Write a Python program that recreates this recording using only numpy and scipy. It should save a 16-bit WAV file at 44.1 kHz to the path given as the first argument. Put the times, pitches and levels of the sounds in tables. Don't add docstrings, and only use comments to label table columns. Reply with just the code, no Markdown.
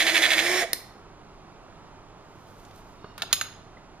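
import sys
import numpy as np
from scipy import signal
from scipy.fft import rfft, irfft
from scipy.io import wavfile
from scipy.ndimage import uniform_filter1d, map_coordinates

SR = 44100
rng = np.random.default_rng(int(sys.argv[2]) if len(sys.argv) > 2 else 0)


def persist_wave(psi):
    counts = np.round(np.clip(psi, -1, 1) * 32767).astype(np.int16)
    wavfile.write(sys.argv[1], SR, np.atleast_2d(counts).T)


N = 176400
T = np.arange(N) / SR

# start t/s, length/s, load (1 = full)
PUMP_STROKES = [(-.012, 0.041, 0.89), (0.063, 0.039, 0.98), (0.141, 0.04, 1.0), (0.216, .046, 1.05),
                (0.303, .040, .95), (0.373, 0.029, 0.98), (0.456, 0.015, 0.36)]
def crimper():
    attack_s, release_s, inertia_s = .0065, .008, .036
    free_hz, sag_hz, brake_at_s, brake_length_s = 368, 79, .6217, .04
    load = 0
    for start, length, size in PUMP_STROKES:
        attack = np.clip((T - start) / attack_s, 0, 1)
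        load += size * attack * np.exp(-np.maximum(T - start - length, 0) / release_s)
    pole = np.exp(-1 / (inertia_s * SR))
    drag = signal.lfilter([1 - pole], [1, -pole], load, zi=[.5])[0]
    shaft_hz = (free_hz - sag_hz * drag) * (1 + .003 * walk(90))
    running = np.clip(1 - (T - brake_at_s) / brake_length_s, 0, 1)
    whirr_gain = (shaft_hz / free_hz) ** 2.02 * running ** 1.64
    return gears(shaft_hz, load, whirr_gain) + motor(shaft_hz * running ** .5, drag, load) + braking()


# t/s, relative level/dB
GEAR_CLACKS = [(.006, 3.5), (0.067, -0.5), (0.084, -2.5), (0.099, -3), (0.156, -5), (0.178, -1.5),
               (0.223, -0.5), (0.239, 3.5), (0.254, 2.5), (0.305, 4), (.318, 3.5), (0.334, -1),
               (.397, -0.5)]
# f/Hz, level/dB
STRAIN_EQ = [(250, -24.5), (600, -12), (1000, -13), (1400, -12.5), (1720, -3), (2300, 2), (2800, -10),
             (3450, -3), (4200, -7.5), (5000, -16.5), (7000, -18), (10000, -20), (14500, -26.5)]
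WHIRR_EQ = [(150, -29), (270, -14.5), (420, -11), (680, -1.5), (950, -12), (1400, -8.5), (1750, 1),
            (2300, 2), (2800, -12), (3600, -6.5), (4800, -15), (7000, -14), (10000, -17), (14500, -25)]
# f/Hz, t60/s, relative level/dB
HOUSING_MODES = [(1784, 0.041, -1), (1895, 0.021, -3), (2225, 0.021, 1.5), (2484, 0.058, -6.5),
                 (2453, .02, -1.5), (3300, 0.035, -12.5), (3450, .03, -6.5), (3650, 0.025, 0.5),
                 (4115, 0.046, -2)]
def gears(shaft_hz, load, whirr_gain):
    turns = np.cumsum(shaft_hz) / SR
    whirr = chatter(turns, scatter_db=.3, grit=15, decay_turns=1) * whirr_gain
    rasp = chatter(turns, scatter_db=2.5, grit=1.75, decay_turns=.5) * load
    clacks = sum(amp(db + 3.5) * (T >= s) * np.exp(-np.abs(T - s) / .0013) for s, db in GEAR_CLACKS)
    strain = rasp + clacks * stereo_noise(width=.16)
    housing = convolve(strain + .35 * whirr, unit_energy(ring(HOUSING_MODES)))
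    return amp(-19) * shape(strain, STRAIN_EQ) + amp(-23) * shape(whirr, WHIRR_EQ) + amp(-26.5) * housing


def chatter(turns, scatter_db, grit, decay_turns):
    turn = turns.astype(int)
    force = amp(scatter_db * np.clip(rng.standard_normal(N), -2, 2))[turn]
    clicks = np.diff(turn, prepend=0) * force
    spray = stereo_noise(width=.56) * force * np.exp(-(turns % 1) / decay_turns)
    return unit_rms(unit_rms(clicks) + grit * unit_rms(spray))


# multiple of the shaft speed, level/dB before ducking
SHAFT_PARTIALS = [(1, -32.5), (2, -43.5), (3, -45), (6, -58)]
def motor(shaft_hz, drag, load):
    power_off_s, spin_down_s, fade_s, whine_order = .6, .15, .01, 15
    coast_s = np.maximum(T - power_off_s, 0)
    phase = 2 * np.pi * np.cumsum(shaft_hz * np.exp(-coast_s / spin_down_s)) / SR
    hum = 0
    for order, db in SHAFT_PARTIALS:
        flutter_db = 2.5 * np.sqrt(order) * (.8 + drag) * walk(44.5)
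        hum += amp(db + flutter_db) * np.sin(order * phase)
    hum *= amp(-11 * drag - 4.5 * load)
    whine_db = -36.5 - 17 * drag + 2.5 * walk(270)
    whine = amp(whine_db) * np.sin(whine_order * phase + .45 * walk(400))
    return np.sqrt(2) * (hum + whine) * np.exp(-coast_s / fade_s)


# f/Hz, level/dB
SHUDDER_EQ = [(200, -29.5), (430, -3.5), (690, 0), (950, -21), (2000, -9.5), (6000, -56)]
def braking():
    peak_s, centre_hz, fall_hz_per_s = .639, 685, 1200
    glide = sine(centre_hz - fall_hz_per_s * (T - peak_s))
    groan = glide * amp(-26.5 + 2 * walk(150)) * swell(peak_s, width_s=.014)
    shudder = shape(stereo_noise(width=.22), SHUDDER_EQ) * swell(at_s=.638, width_s=.011)
    return groan + amp(-31.5) * shudder


# f/Hz, level/dB
CLICK_EQ = [(150, 1), (520, 8.5), (1000, 1.5), (1400, 0.5), (1850, 9), (2500, 2), (3100, 1), (4000, 12),
            (4600, 8), (5150, 6), (5700, 6), (7500, 5.5), (10500, 9.5), (14000, 7.5)]
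# f/Hz, t60/s, relative level/dB
LATCH_MODES = [(4382, .13, -6), (4700, .15, -7), (5179, 0.026, 23), (4900, .13, -8), (8770, .1, -4),
               (10090, .2, -3), (11480, .1, 0), (13500, 0.12, -7)]
def latch():
    ringing = amp(-23.5) * ring(LATCH_MODES)
    return strike(start_s=.7318, contact_s=.0014, fall_s=.0016, eq=CLICK_EQ, ringing=ringing)


KNOCK_BANDS = [250, 700, 1600, 3700, 7000, 12000]
# t/s, contact/s, level/dB in each of the six bands, relative ring/dB, ring tilt/(dB/octave)
PIPE_KNOCKS = [(2.65, 0.0029, -43, -34, -31, -24, -22.5, -38, -51, 2),
               (2.710, 0.0011, -45, -40, -25, -21, -40, -48, -55, -5),
               (2.759, 0.00093, -45, -38, -34.5, -33, -39, -30, -58, 0),
               (3.043, 0.0038, 3, 2.5, -8, -25.5, -50, -62, -53, -15.5),
               (3.179, 0.0019, -18, -6, -5, -7.5, -16.5, -15.5, -42, -5),
               (3.220, 0.0009, -18, 3, -1, 12.5, -7, -12.5, -14.5, -4.5),
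               (3.231, 0.003, -9.5, 7, -4, -29, -18, -16, -28.5, -6.5),
               (3.328, 0.0039, -7.5, 6, 12.5, 15.5, 5.5, 9, -1, 2.5),
               (3.412, 0.0014, -9, 1.5, 14, 0, -13, -9.5, -9, 2.5)]
# f/Hz, t60/s, relative level/dB
PIPE_MODES = [(1398, 0.035, 1), (1767, .05, -0.5), (2900, 0.017, 4.5), (3603, 0.019, 7.5), (3620, .17, -3),
              (3730, .13, -10), (3750, .12, -14.5), (4115, 0.033, 9), (4650, 0.11, -13.5), (5000, .025, 4),
              (6720, 0.12, -17.5), (6605, 0.037, 11.5), (6500, .15, -21), (6700, .15, -15),
              (10300, .15, -6.5), (10200, 0.069, 1), (10970, .14, -9), (13650, .13, -11),
              (14050, 0.078, -20)]
def pipe():
    knocks, fall_s = 0, .0042
    for start_s, contact_s, *band_db, ring_db, tilt_db in PIPE_KNOCKS:
        ringing = amp(ring_db) * ring(PIPE_MODES, tilt_db)
        knocks += strike(start_s, contact_s, fall_s, list(zip(KNOCK_BANDS, band_db)), ringing)
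    squeak = sine(1980 * (1 + .09 * walk(1400))) * swell(at_s=3.773, width_s=.0027)
    return knocks + amp(-45.5) * squeak


def strike(start_s, contact_s, fall_s, eq, ringing, size=3000):
    envelope = np.exp(-np.maximum(T[:size] - contact_s, 0) / fall_s)
    crack = colour(unit_energy(stereo_noise(width=.75)[:, :size] * envelope), eq)
    out, at = np.zeros((2, 2 * N)), int(start_s * SR)
    for part in (crack, ringing * amp(-24)):
        out[:, at:at + part.shape[1]] += part
    return out[:, :N]


# centre t/s, width/s, level/dB
GRIT_SWELLS = [(3.204, 0.012, -45), (3.317, 0.0065, -42.5)]
# f/Hz, level/dB
GRIT_EQ = [(400, -9.5), (1300, 13), (2500, 1.5), (3800, 5), (5500, -7), (8000, -13), (14000, -15)]
# f/Hz, t60/s, relative level/dB
LOOSE_MODES = [(2850, .4, -1), (3700, .3, -2), (4430, 0.49, -6.5), (5350, 0.37, -9)]
def loosening():
    grit = shape(stereo_noise(width=.5) * amp(3.4 * walk(560)), GRIT_EQ)
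    envelope = sum(amp(db) * swell(s, width) for s, width, db in GRIT_SWELLS)
    modes = unit_energy(ring(LOOSE_MODES))
    friction = stereo_noise(width=.37) * swell(at_s=3.05, width_s=.052)
    return grit * envelope + amp(-59.5) * convolve(friction, modes)


# centre t/s, width/s, level/dB
GLOVE_RUBS = [(2.62, 0.23, -61.5), (2.78, 0.021, -60), (2.92, 0.035, -69)]
# f/Hz, level/dB
CLOTH_EQ = [(800, -21), (2500, -13), (5000, -12), (8000, -13.5), (14000, -10.5)]
def glove():
    cloth = shape(stereo_noise(width=.2) * amp(2.46 * walk(130)), CLOTH_EQ)
    return cloth * sum(amp(db) * swell(s, width) for s, width, db in GLOVE_RUBS)


# f/Hz, level/dB
REVERB_EQ = [(100, -9), (400, -12.5), (1500, -11.5), (4000, -12), (8000, -9.5), (14000, -12)]
def reverb(x):
    split_hz, build_s = 5500, .0027
    low = butter(stereo_noise(width=.82), 2, split_hz, "low") * decay(t60_s=.53)
    high = butter(stereo_noise(width=.35), 2, split_hz, "high") * decay(t60_s=.28)
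    tail = (low + high) * (1 - np.exp(-T / build_s))
    return convolve(x, colour(unit_energy(tail), REVERB_EQ))


# f/Hz, level/dB
ROOM_TONE_EQ = [(12, -10), (25, 1.5), (45, -5), (70, -10.5), (100, -9), (160, -5.5), (240, -10.5),
                (400, -8.5), (510, -14.5), (650, -10), (1000, -11.5), (1350, -14), (1650, -21.5),
                (2500, -25), (4500, -30.5), (7000, -34), (11000, -49), (14000, -57.5)]
def room_tone():
    hum = sine(99.5 + 1.7 * walk(2.9)) * amp(-60.5 + 4 * walk(3.9))
    bed_db = -49 + .5 * walk(5.64)
    bed = colour(stereo_noise(width=.29, mono_below_hz=15), ROOM_TONE_EQ)
    return amp(bed_db) * unit_rms(bed) + hum


def amp(db):
    return 10 ** (np.asarray(db) / 20)


def unit_rms(x):
    return x / np.sqrt(np.mean(x ** 2) + 1e-18)


def unit_energy(x):
    return x / np.sqrt(np.sum(x ** 2) / 2)


def sine(hz):
    return np.sin(2 * np.pi * np.cumsum(hz) / SR)


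def swell(at_s, width_s):
    return np.exp(-.5 * ((T - at_s) / width_s) ** 2)


def decay(t60_s):
    return np.exp(-np.log(1000) * T / t60_s)


def walk(rate_hz):
    step = max(int(SR / rate_hz), 1)
    return uniform_filter1d(rng.standard_normal(N)[np.arange(N) // step], step)


def stereo_noise(width, mono_below_hz=3400):
    mid, side = rng.standard_normal((2, N))
    side = width * butter(side, 1, mono_below_hz, "high")
    return unit_rms(np.array([mid + side, mid - side]))


def ring(modes, tilt_db=0, size=30000):
    out = 0
    for hz, t60_s, db in modes:
        wobble_hz = .009 * hz * np.repeat(rng.standard_normal(size // 200 + 1), 200)[:size]
        polarity = rng.choice([-1, 1])
        gain = amp(db + tilt_db * np.log2(hz / 5000) + rng.standard_normal((2, 1)))
        out += polarity * gain * sine(hz + wobble_hz) * decay(t60_s)[:size]
    return out


def butter(x, order, hz, kind):
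    return signal.sosfilt(signal.butter(order, hz, kind, fs=SR, output="sos"), x)


def convolve(x, response):
    return signal.fftconvolve(np.atleast_2d(x), np.atleast_2d(response), axes=-1)[:, :N]


def colour(x, eq, size=4096):
    hz, db = np.array(eq, float).T
    bin_hz = np.arange(size // 2 + 1) * SR / size
    gain = amp(np.interp(np.log(bin_hz + 1), np.log(hz), db))
    cepstrum = irfft(np.log(gain))
    cepstrum[1:size // 2] *= 2
    cepstrum[size // 2 + 1:] = 0
    return convolve(x, irfft(np.exp(rfft(cepstrum))))


def shape(x, eq):
    return colour(x, eq) / np.sqrt(np.sum(colour(np.ones(1), eq) ** 2))


def pan(x, right_db, lag_s):
    left = map_coordinates(x[0], [np.arange(N) - lag_s * SR])
    return np.array([left, x[1]]) * amp([[-right_db / 2], [right_db / 2]])


def scene():
    click = latch()
    action = pan(crimper(), right_db=2.2, lag_s=0) + pipe() + loosening() + glove()
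    foreground = click + action + reverb(action + amp(1) * click)
    return pan(foreground, right_db=2.5, lag_s=42e-6) + pan(room_tone(), right_db=3, lag_s=80e-6)


def record(dry):
    notch_hz, top_hz = (7550, 8050), 14400
    notched = butter(dry, 2, notch_hz, "bandstop")
    return signal.sosfilt(signal.ellip(8, .2, 70, top_hz, fs=SR, output="sos"), notched)


dry = scene()
out = record(dry)
persist_wave(out)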